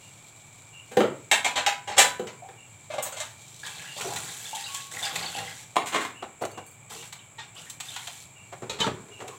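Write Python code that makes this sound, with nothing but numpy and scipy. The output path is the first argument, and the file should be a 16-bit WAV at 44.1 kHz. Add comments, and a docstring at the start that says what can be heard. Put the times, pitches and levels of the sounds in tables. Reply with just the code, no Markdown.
"""A peep from outside sounds faintly over a steady night hiss, a low drone and a fine trickle on the wet floor.
Then washing up starts in a small bare-walled room: dishes drop into a plastic crate, where one bounces and clatters.
Spoons and a plate are handled, rinsed from a dipper and stacked; a plastic tub is bumped and rubbed.
Contacts are noise bursts that ring an object's modes; water is random drops and bubbles that rise in pitch;
peeps are wavering sines, and the night is filtered noise."""
import sys
import numpy as np
from scipy import signal
from scipy.fft import rfft, irfft
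from scipy.io import wavfile
from scipy.ndimage import uniform_filter1d

SR = 44100
rng = np.random.default_rng(int(sys.argv[2]) if len(sys.argv) > 2 else 0)


def wav_record(signal):
    """Record a signal, one row per channel, as 16-bit PCM in the file named by sys.argv[1]."""
    frames = np.transpose(np.atleast_2d(signal))
    bounded = np.clip(frames, -1, 1)
    # unit amplitude maps onto the largest positive 16-bit level
    quanta = np.round(bounded * 32767).astype(np.int16)
    wavfile.write(sys.argv[1], SR, quanta)


N = 413658  # length [samples]

# All tables of blows: (time [s], relative level [dB], bass re level [dB], treble re level [dB], contact time [s]).
# A short contact knocks, a long one scrapes. All colours: (frequency [Hz], relative level per Hz [dB]).
# All modes: (frequency [Hz], relative level [dB], t60 [s]).

# Colour of water drops on the floor: (frequency [Hz], relative level per Hz [dB])
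SPATTER_COLOUR = [(150, -38), (800, 17), (1500, 9.5), (3300, 14.5), (7500, 2.5), (16000, -7)]
# Colour of a bright clink: (frequency [Hz], relative level per Hz [dB])
CLINK_COLOUR = [(100, -42), (550, -3), (2500, -15), (16000, 5.5)]
# Ringing of the plate's rim: (frequency [Hz], relative level [dB], t60 [s])
PLATE_RIM_MODES = [(2800, -12, 0.19), (4500, 1, 0.091), (6350, -4, .22), (8100, 8, 0.11), (9300, -2, 0.19),
                   (11250, 1, 0.098)]


def crate_thuds():
    """Dishes land in the plastic crate, whose low modes give the thud its body."""
    # Blows on the crate, columns as above
    thuds = [(0.911, -33.5, -17, -24, 0.015), (0.969, -17.5, -3, -28.5, 0.0032),
             (1.005, -15.5, -9, -41, 0.0021), (2.194, -31.5, -3, -26, 0.0024),
             (2.488, -37, -19.5, -33, 0.0013)]
    # Colour of the thud: (frequency [Hz], relative level per Hz [dB])
    colour = [(50, -45), (130, -4), (270, -7.5), (500, 2.5), (800, -5), (1100, -6.5), (3300, -14),
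              (16000, -23)]
    # Ringing of the crate: (frequency [Hz], relative level [dB], t60 [s])
    modes = [(209, -8, 0.27), (366, -4, 0.3), (498, 2.5, 0.22), (785, 4, 0.12)]
    return blows(thuds, colour, modes, ring_db=-3, wet_db=3, level_db=0.5, crest_db=16.5)


def clatter():
    """A dish bounces in the crate; each place of contact brings out other modes."""
    # Bounces, columns as above, then (favoured pitch [Hz], extra ring [dB])
    bounces = [(1.313, -6, -29, -24, 0.0032, 1940, -4), (1.444, -12, -25.5, -26.5, 0.0068, 2250, 0.5),
               (1.555, -13, -25, -30.5, 0.013, 2980, -3), (1.663, -10, -26, -28.5, 0.0022, 810, 1.5),
               (1.873, -23.5, -15, -29.5, 0.015, 815, 1), (1.919, -23, -26, -45, 0.0023, 815, 10),
               (1.966, -14, -17, -25, 0.014, 810, 2), (1.979, -3, -25, -17, 0.01, 3500, -6),
               (2.27, -31.5, -23, -27, 0.002, 3040, -5)]
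    # Colour of the contact: (frequency [Hz], relative level per Hz [dB])
    colour = [(50, -12), (150, -19.5), (750, 3), (1250, -1.5), (2000, 2), (7500, 0.5), (16000, -12.5)]
    # Ringing of the dish: (frequency [Hz], relative level [dB], t60 [s])
    modes = [(810, 8, 0.31), (990, 8, 0.57), (1520, 1, 0.59), (1860, 3.5, 0.26), (2155, 11.5, 0.13),
             (2340, 7.5, 0.14), (3060, 1, 0.13), (3970, 5, 0.31)]
    return blows(bounces, colour, modes, ring_db=-8.5, wet_db=7, level_db=-0.5, crest_db=14.5)


def spoons():
    """Spoons knock and scrape on a dish with a dull ring, and clink with high metal modes."""
    # Knocks and scrapes of the spoons, columns as above
    contacts = [(2.9, -16, -12, -22, 0.025), (2.936, -20.5, -3.5, -16, 0.0075),
                (2.981, -11, -10.5, -24, 0.0045), (3.064, -23, -10, -9, 0.0025),
                (3.16, -17.5, -25, -11, 0.023), (3.202, -17.5, -29, -6.5, 0.0023),
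                (3.208, -15.5, -31, -16, 0.0095)]
    # Colour of these contacts: (frequency [Hz], relative level per Hz [dB])
    contact_colour = [(100, -38), (400, -21), (620, -2.5), (1100, -11.5), (3500, -16), (16000, -48)]
    # Ringing of a dish: (frequency [Hz], relative level [dB], t60 [s])
    dish_modes = [(610, 12, 0.062), (2100, -4, 0.14)]
    # Clinks of the spoons, columns as above
    clinks = [(3.025, -24, -46, -4.5, 0.00099), (3.052, -24.5, -40, -20, 0.0016),
              (3.122, -25.5, -19.5, -36, 0.001)]
    # Ringing of a spoon: (frequency [Hz], relative level [dB], t60 [s])
    spoon_modes = [(6400, -9, 0.11), (7050, -6, 0.22), (8000, 0, 0.18), (8650, 2, 0.099), (11900, -6, 0.12),
                   (13590, -15, .15)]
    on_dish = blows(contacts, contact_colour, dish_modes, ring_db=-2, wet_db=2, level_db=-16, crest_db=12)
    return on_dish + blows(clinks, CLINK_COLOUR, spoon_modes,
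                           ring_db=-3.5, wet_db=13, level_db=-9.5, crest_db=9.5)


def stacking():
    """Stacked dishes knock and slide together, with mostly short rings."""
    # Contacts in the stack, columns as above
    contacts = [(5.757, -24, -10, -23, 0.0047), (5.766, -13.5, -9, -28, 0.0016),
                (5.857, -21.5, -46, -17.5, 0.023), (5.921, -17, -20, -28, 0.021),
                (5.941, -11.5, -16, -29, 0.019), (6.003, -21, -24, -22, 0.023),
                (6.049, -23.5, -16, -25, 0.0034)]
    # Colour of the contact: (frequency [Hz], relative level per Hz [dB])
    colour = [(50, -41), (150, -28), (600, -16), (1050, -3.5), (1700, -1.5), (3800, -6), (16000, -22)]
    # Ringing of the stack: (frequency [Hz], relative level [dB], t60 [s])
    modes = [(1034, 9, 0.051), (1140, 11, 0.041), (2060, -4, 0.25), (2140, -5.5, 0.29), (8750, -15, 0.37)]
    return blows(contacts, colour, modes, ring_db=-7.5, wet_db=-0.5, level_db=-3, crest_db=16.5)


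def plate():
    """The plate drags with hardly any ring, clinks at its rim and knocks with its body modes."""
    # Drags of the plate, columns as above
    drags = [(6.222, -33.5, -10.5, -30, 0.013), (6.411, -37.5, 0, -18.5, 0.015),
             (6.433, -33.5, -6, -36, 0.0079), (6.45, -38.5, -6.5, -13.5, 0.0042),
             (6.573, -40, -6.5, -21, 0.013), (8.522, -38, -11.5, -26, 0.014)]
    # Colour of a drag: (frequency [Hz], relative level per Hz [dB])
    drag_colour = [(50, -30), (250, -22.5), (650, -7.5), (1200, -4.5), (3000, -12), (16000, -38)]
    # Clinks of the rim, columns as above
    clinks = [(6.421, -38, -25, -8, 0.002), (6.451, -37, -25, -13, 0.0011), (6.514, -39, -25, -16, 0.002),
              (6.665, -61.5, -20, 15, 0.00066), (6.713, -57, -31, 4, .0009)]
    # Knocks, columns as above, then (favoured pitch [Hz], extra ring [dB])
    knocks = [(7.381, -33.5, -47, -25, 0.017, 1868, -2.5), (8.695, -30, -9, -13, 0.0052, 3830, -5),
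              (8.786, -33, -10, -18, 0.017, 3500, -15), (8.802, -23, -9.5, -15.5, 0.0056, 4020, -2),
              (8.814, -21, -21, -40, 0.011, 3058, 4.5), (8.842, -26, -33, -29, 0.0015, 1320, 9)]
    # Colour of a knock: (frequency [Hz], relative level per Hz [dB])
    knock_colour = [(50, -1), (150, -9), (900, -5), (2000, -12.5), (3600, -5), (6000, -9), (16000, -30)]
    # Ringing of the body: (frequency [Hz], relative level [dB], t60 [s])
    body_modes = [(436, 0, 0.076), (898, 3.5, 0.1), (1350, -14, 0.067), (1868, -20, 0.13),
                  (3058, -4.5, 0.052), (3830, -8, 0.058), (4020, -12, 0.038)]
    out = blows(drags, drag_colour, PLATE_RIM_MODES, ring_db=-29, wet_db=-6.5, level_db=2.5, crest_db=16.5)
    out += blows(clinks, CLINK_COLOUR, PLATE_RIM_MODES, ring_db=-1, wet_db=-2, level_db=-8, crest_db=13)
    out += blows(knocks, knock_colour, body_modes, ring_db=-1.5, wet_db=2.5, level_db=-3.5, crest_db=5.5)
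    return out


def tub():
    """The big plastic tub: dull bumps ring its wall, and uneven slips of dragging plastic make it rumble."""
    # Bumps against the tub, columns as above
    bumps = [(8.618, -31.5, -2.5, -22, 0.019), (8.864, -17, -6.5, -26.5, 0.012),
             (9.2, -28, -12.5, -20.5, 0.018)]
    # Colour of the plastic: (frequency [Hz], relative level per Hz [dB])
    colour = [(50, -10), (120, -4), (400, 2.5), (600, 1), (1000, 2.5), (3300, -11.5), (16000, -39)]
    # Ringing of the tub: (frequency [Hz], relative level [dB], t60 [s])
    modes = [(119, 2.5, 0.25), (373, 5, 0.19), (1270, 4.4, 0.14)]
    # Rubbing strokes: (time [s], length [s], relative level [dB])
    rubs = [(8.585, 0.25, -50.5), (8.869, 0.156, -47), (9.005, 0.38, -52)]
    # Wall resonance excited by rubbing: (frequency [Hz], width [Hz], level re slips [dB])
    wall = (406, 52, 0.9)
    bumping = blows(bumps, colour, modes, ring_db=-7.5, wet_db=-9.5, level_db=-8, crest_db=12)
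    stroke = np.zeros(N)
    for s, length, db in rubs:
        add(stroke, s, amp(db) * signal.windows.tukey(round(length * SR), .5))
    slips = drops(per_s=1300, spread_db=7) * amp(4.7 * wander(0.02))
    slips = through(slips, click(colour))
    rumble = slips / rms(slips) + resonate(slips, *wall)
    return bumping + through(stroke * rumble, room(wet_db=-4))


def pouring():
    """Drops spatter, trap tiny bubbles and ring hollows; spray fizzes above and a thick stream gurgles below."""
    # Hollows that the falling water keeps ringing: (frequency [Hz], width [Hz], level re stream [dB])
    hollows = [(880, 100, -17.5), (1117, 150, -19)]
    # Colour of the gurgle: (frequency [Hz], relative level per Hz [dB])
    gurgle_colour = [(120, 9), (250, -3), (400, 4.5), (780, 14), (1100, 10.5)]
    impacts = through(drops(per_s=950, spread_db=1.5), click(SPATTER_COLOUR))
    _, patter, spray = bands(impacts, low_hz=1220, high_hz=4800)

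    tiny = bubbles(per_s=520, low_hz=1400, high_hz=4600, cycles=11, rise=0.035, spread_db=3.5, bunch_db=5)
    spatter = patter / rms(patter) + amp(5) * tiny
    fizz = bubbles(per_s=700, low_hz=5500, high_hz=11600, cycles=20, rise=0.011,
                   spread_db=2, bunch_db=6, count=12)
    spray = spray / rms(spray) + amp(-9) * fizz
    gurgle = bubbles(per_s=1200, low_hz=124, high_hz=1310, cycles=3.83, rise=0.059,
                     spread_db=-2, bunch_db=1.5)
    gurgle = through(gurgle, click(gurgle_colour))

    # the gurgle needs a thick stream; the spray lingers in a thin one
    stream = flow(layer=0, power=0.64)
    water = amp(-4) * stream * spatter / rms(spatter)
    water += amp(-1.5) * flow(layer=1, power=2.22) * gurgle / rms(gurgle)
    water = slosh(water) + amp(-0.5) * flow(layer=2, power=0.31) * spray / rms(spray)
    for hz, width, db in hollows:
        water += stream * resonate(impacts, hz, width, db)
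    return through(water, room(wet_db=-3))


def flow(layer, power):
    """Strength of one layer of the water: each gush starts abruptly, swells, thins out and stops."""
    # Tips of the dipper, first over the spoons, then over the plate: (time [s], time to crest [s], length [s],
    # then relative crest levels: spatter [dB], gurgle [dB], fine spray [dB])
    gushes = [(3.628, 0.016, 1, -40, -49.5, -47.5), (3.958, 0.15, 0.61, -50.5, -35.5, -42),
              (4.541, 0.23, 0.33, -40, -55, -42.5), (4.909, 0.1, 0.16, -38, -44, -38.5),
              (5.012, 0.23, 0.38, -33.5, -38.5, -42), (5.359, 0.022, 0.28, -38.5, -37, -44.5),
              (6.894, 0.012, 0.19, -43.5, -42.5, -44), (7.546, 0.044, 0.15, -49, -52, -50.5),
              (7.84, 0.035, 0.4, -42.5, -58, -44.5)]
    attack_s, release_s = 0.008, 0.0032
    swell_db, thinning_db = 3, 13.5  # before each layer's power scales them
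    out, t = np.zeros(N), np.arange(SR) / SR
    for start, crest, length, *levels_db in gushes:
        arch_db = np.interp(t, [0, crest, max(length, crest)], [-swell_db, 0, -thinning_db])
        gate = np.minimum(t / attack_s, 1) * np.exp(-np.maximum(t - length, 0) / release_s)
        add(out, start, gate * amp(levels_db[layer] + power * arch_db))
    return out


def slosh(water):
    """The stream leaves the rim in uneven lumps, and each lump splashes in its own range of pitch."""
    depth_db, lump_s, lump_hz = 3, 0.03, 900
    hz, t, z = signal.stft(water, SR, nperseg=256)
    lumps = uniform_filter1d(rng.standard_normal(z.shape), round(lump_hz / hz[1]), axis=0)
    lumps = uniform_filter1d(lumps, round(lump_s / t[1]), axis=1)
    gain = amp(depth_db * lumps / rms(lumps))
    return signal.istft(z * gain / rms(gain), SR, nperseg=256)[1][:N]


def gulps(count=2):
    """A trapped pocket of air wobbles, settles and glides up in pitch; short-lived bubbles break off around it."""
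    # Single bubbles, from low plops to high drips: (time [s], level [dB], pitch [Hz])
    pockets = [(2.422, -33.5, 755), (3.668, -31, 3340), (3.965, -38, 630), (4.051, -28, 394),
               (4.045, -29, 694), (4.085, -29.5, 856), (4.155, -39, 710), (4.454, -28.5, 3490),
               (4.53, -24.5, 884), (4.64, -25.5, 3960), (4.664, -29, 2810), (5.028, -20, 3600),
               (5.261, -23, 4500), (5.385, -32.5, 1960), (5.476, -30, 2070), (6.954, -40, 468),
               (7.19, -39, 3060), (7.564, -33.5, 3190), (7.665, -41, 2100), (7.884, -28.5, 3500),
               (7.951, -31, 3200), (8.078, -37.5, 710), (9.242, -34.5, 765), (9.311, -38, 1118)]
    ring_s, ring_power = 0.08, 0.48  # t60 at 1 kHz, and how fast it shortens with pitch
    rise, wobble_share, settle_s = 0.08, 0.071, 0.033  # rise and wobble are shares of the pitch
    offshoot_db, offshoot_s, offshoot_spread = -6.5, 0.036, 0.238  # level re gulp, life, share of its pitch
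    out, t = np.zeros(N), np.arange(SR // 2) / SR
    onset = 1 - np.exp(-t / 0.00083)
    for s, db, hz in pockets:
        t60 = ring_s * (hz / 1000) ** -ring_power
        wobble = wobble_share * wander(0.00278, size=len(t)) * np.exp(-t / settle_s)
        glide = rise * (np.minimum(2 * t / t60, 2) - .5)
        turns = np.cumsum(hz * (1 + glide + wobble)) / SR
        add(out, s, amp(db - 60 * t / t60) * onset * np.sin(2 * np.pi * turns))
        for late, detune in rng.random((count, 2)):
            ratio = 1 + offshoot_spread * (2 * detune - 1)
            envelope = amp(db + offshoot_db - 60 * t / offshoot_s) * onset
            add(out, s + late * offshoot_s, envelope * np.sin(2 * np.pi * turns * ratio))
    return through(out, room(wet_db=0))


def water_slaps():
    """Fat drops land, and at the end the dipper hits the water; each slap is short and rings nothing."""
    # Water slaps: (time [s], relative level [dB], treble re level [dB])
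    slaps = [(3.663, -38.5, -21), (4.009, -31.5, -25.5), (4.158, -31, -24), (4.744, -36.5, -15),
             (5.155, -26.5, -25.5), (7.023, -39.5, -37), (7.124, -38, -23.5), (7.697, -46.5, -10.5),
             (7.801, -33.5, -22), (7.96, -30, -31), (8.071, -33, -27.5), (9.277, -41, -22.5)]
    bass_db, contact_s = -47, 0.0065
    rows = [(s, db, bass_db, treble_db, contact_s) for s, db, treble_db in slaps]
    return blows(rows, SPATTER_COLOUR, [], ring_db=0, wet_db=-1.5, level_db=11.5, crest_db=23.5)


def spoon_rings():
    """A spoon nudged by the rinsing sings one steady, dying note."""
    # Faint notes: (time [s], level [dB], pitch [Hz], t60 [s])
    notes = [(4.55, -41, 807, 0.48), (4.686, -41, 1106, 0.98), (5.04, -30.5, 798, 0.22),
             (5.352, -26, 789, 0.19)]
    out, t = np.zeros(N), np.arange(SR) / SR
    for s, db, hz, t60 in notes:
        add(out, s, amp(db - 60 * t / t60) * np.sin(2 * np.pi * hz * t))
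    return through(out, room(wet_db=0))


def trickle():
    """Water running off the wet floor: the treble of many small drops makes a faint, fine crackle."""
    # Level of the runoff: (time [s], level [dB])
    runoff = [(0, -57), (2.5, -66.5), (3.5, -51), (5.7, -55), (6.3, -80), (9.38, -59)]
    impacts = through(drops(per_s=750, spread_db=4), click(SPATTER_COLOUR))
    crackle = bands(impacts, high_hz=3500)[2]
    level = amp(np.interp(np.arange(N) / SR, *np.transpose(runoff)))
    return through(level * crackle / rms(crackle), room(wet_db=0.5))


def peeps(pitch_hz=2800, length=0.11):
    """A small creature outside: short whistles around one pitch, with a flutter, blurred by echoes."""
    # Whistles: (time [s], level [dB])
    calls = [(0, -52.5), (0.716, -44), (2.56, -50), (3.853, -41), (4.49, -45), (5.351, -42), (6.129, -45.5),
             (6.52, -49.5), (6.95, -48), (7.53, -52), (8.34, -49.5), (9.097, -45)]
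    waver = 0.032  # share of the pitch
    out, t = np.zeros(N), np.arange(round(length * SR)) / SR
    for s, db in calls:
        hz = pitch_hz * (1 + waver * wander(0.0025, size=len(t)))
        whistle = signal.windows.tukey(len(t), .7) * np.sin(2 * np.pi * np.cumsum(hz) / SR)
        add(out, s, amp(db) * whistle)
    return through(out, room(wet_db=-1))


def night():
    """A low drone and faint air from shaped noise, with narrow bands of steady hiss."""
    # Colour of the night air: (frequency [Hz], relative level per Hz [dB])
    air = [(25, 12), (75, -8.5), (103, 6.5), (135, 3.5), (220, -10), (500, -13), (850, -10), (1600, -17.5),
           (3400, -19.5), (5000, -32), (7500, -32), (9000, -16.5), (10200, -34), (16000, -32)]
    # Narrow hiss: (frequency [Hz], width [Hz], level [dB])
    hiss_bands = [(2330, 200, -60.5), (7080, 850, -63), (7585, 460, -56.5)]
    hz = np.fft.rfftfreq(N, 1 / SR)

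    def noise(shape):
        x = irfft(rfft(rng.standard_normal(N)) * shape, N)
        return x / rms(x)

    hiss = sum(amp(db) * noise(1 / (1 + ((hz - f) / (width / 2)) ** 2)) for f, width, db in hiss_bands)
    return amp(-49.5) * noise(amp(read(air, hz))) + hiss


def blows(rows, colour, modes, ring_db, wet_db, level_db, crest_db):
    """Each blow chatters briefly, sounds in the room and sets the object's modes ringing."""
    favour_db, favour_octaves = 18.5, 0.21  # lift of the modes that a blow favours, and its reach in pitch
    rattle_db, rattle_s = 3, 0.007
    out, response = np.zeros(N), through(room(wet_db), click(colour))
    t, attack = np.arange(len(response)) / SR, slice(0, round(0.09 * SR))
    for s, peak_db, bass_db, treble_db, contact, *place in rows:
        # the surfaces press together quickly, then let go
        pressure = np.exp(-t / contact) * (1 - np.exp(-t / (0.54 * contact)))
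        chatter = rng.standard_normal(len(t)) * (rng.random(len(t)) < .15) * pressure
        sound = unit(through(chatter, response))
        if len(modes):
            # the place of contact favours the modes near one pitch; without a place, none is lifted
            favoured_hz, extra_db = place or (1, 0)
            ring = np.zeros(len(t))
            for hz, db, t60 in modes:
                lift_db = favour_db * np.exp(-(np.log2(hz / favoured_hz) / favour_octaves) ** 2)
                gain = amp(db + lift_db + rng.standard_normal())
                decay = np.exp(-np.log(1000) * t / t60)
                ring += gain * decay * np.sin(2 * np.pi * (hz * t + rng.random()))
            # the object rocks as it rings, which roughens its tone
            ring = ring * amp(rattle_db * wander(rattle_s, size=len(t)))
            sound = sound + amp(ring_db + extra_db) * unit(ring * (1 - np.exp(-t / contact)))
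        # weight and hardness set bass and treble; the middle band lies crest_db under the blow's level
        weights = amp(level_db + peak_db + np.array([bass_db, -crest_db, treble_db]))
        add(out, s, sum(w * part / rms(part[attack]) for w, part in zip(weights, bands(sound))))
    return out


def drops(per_s, spread_db, count=30000):
    """A random train of impacts of varied size; a positive spread makes most small and a few large."""
    size = amp(spread_db * np.minimum(rng.exponential(1, count), 4)) * rng.choice([-1, 1], count)
    falls = rng.random(count) < per_s * N / SR / count
    return np.bincount(rng.integers(0, N, count), size * falls, N)


def bubbles(per_s, low_hz, high_hz, cycles, rise, spread_db, bunch_db, count=24):
    """Bubbles of many sizes, like sizes in bunches; each rings for some cycles, rising in pitch as it surfaces."""
    out = np.zeros(N)
    pitches = np.geomspace(low_hz, high_hz, count) * rng.uniform(1.0, 1.05, count)
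    for like_sizes in pitches.reshape(-1, 3):
        bunch = amp(bunch_db * np.minimum(wander(0.028), 1.5))
        for hz in like_sizes:
            life = cycles / hz
            t = np.arange(0, 5 * life, 1 / SR)
            ring = unit(np.exp(-t / life) * np.sin(2 * np.pi * hz * t * (1 + rise * t / life)))
            out += through(drops(per_s / count, spread_db) * bunch, ring)
    return out / rms(out)


def click(colour, size=4096):
    """The sharpest causal (minimum-phase) pulse with this colour, heard through the microphone's port."""
    # The port's dip and then peak in the treble: (frequency [Hz], gain [dB])
    port = [(4100, -1.5), (4900, -8), (6200, -1), (7600, 7.5), (9000, -0.5), (10500, -4.5)]
    hz = abs(np.fft.fftfreq(size, 1 / SR))
    log_gain = np.log(amp(read(colour, hz) + read(port, hz)))
    return unit(np.fft.ifft(np.exp(signal.hilbert(log_gain).conj())).real[:size // 2])


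def room(wet_db):
    """The direct sound, then scattered wall echoes that die slowest in the bass."""
    # Reverberation of the bare walls: (frequency [Hz], t60 [s])
    decay_times = [(120, 0.69), (500, 0.32), (1500, 0.39), (4000, 0.28), (8000, 0.26), (15000, 0.3)]
    t = np.arange(SR // 2) / SR
    taps = rng.standard_normal(len(t)) * (rng.random(len(t)) < .15) * (t > .0015)
    hz, at, z = signal.stft(taps, SR, nperseg=256)
    decay = amp(-60 * at / read(decay_times, hz)[:, None])
    tail = signal.istft(z * decay, SR, nperseg=256)[1][:len(t)]
    return unit((t == 0) + amp(wet_db) * unit(tail))


def resonate(x, hz, width, db):
    """What one resonance picks out of x, at the level db."""
    ring = signal.lfilter(*signal.iirpeak(hz, hz / width, SR), x)
    return amp(db) * ring / rms(ring)


def bands(x, low_hz=700, high_hz=5000):
    """Bass, middle and treble, split by doubled second-order crossover filters."""
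    def side(v, hz, kind):
        sos = signal.butter(2, hz, kind, fs=SR, output="sos")
        return signal.sosfilt(np.vstack([sos, sos]), v)
    upper = side(x, low_hz, "high")
    return side(x, low_hz, "low"), side(upper, high_hz, "low"), side(upper, high_hz, "high")


def wander(step_s, size=N):
    """A random curve that heads for a new value every step_s seconds."""
    at = np.arange(size) / SR / step_s
    return np.interp(at, np.arange(5000), rng.standard_normal(5000))


def amp(db):
    """Decibels to gain."""
    return 10 ** (np.asarray(db) / 20)


def rms(x):
    """Root mean square."""
    return np.sqrt(np.mean(x ** 2) + 1e-20)


def unit(x):
    """Scaled to an energy of 1."""
    return x / (np.linalg.norm(x) + 1e-12)


def read(points, hz):
    """A table of (frequency [Hz], value) read on a log-frequency axis."""
    f, value = np.transpose(points)
    return np.interp(np.log(hz + 1), np.log(f + 1), value)


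def add(mix, s, sound):
    """Mixes a sound in at time s."""
    part = mix[max(round(s * SR), 0):][:len(sound)]
    part += sound[:len(part)]


def through(x, response):
    """Convolution, cut to the length of x."""
    return signal.oaconvolve(x, response)[:len(x)]


def scene():
    """Dishes, water and the night outside."""
    dishes = crate_thuds() + clatter() + spoons() + stacking() + plate() + tub()
    water = pouring() + gulps() + water_slaps() + spoon_rings() + trickle()
    return (dishes + water + peeps() + night())[None]


def record(dry):
    """The recorder's bass cut, soft overload and band limit."""
    overload, cutoff_hz = 0.9, 15950  # overload is the sample value at which it saturates
    lean = signal.sosfilt(signal.butter(3, 85, "high", fs=SR, output="sos"), dry)
    rounded = overload * np.tanh(lean / overload)
    band_limit = signal.firwin(511, cutoff_hz, window=("kaiser", 9), fs=SR)
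    return signal.oaconvolve(rounded, band_limit[None], "same")


dry = scene()
out = record(dry)
wav_record(out)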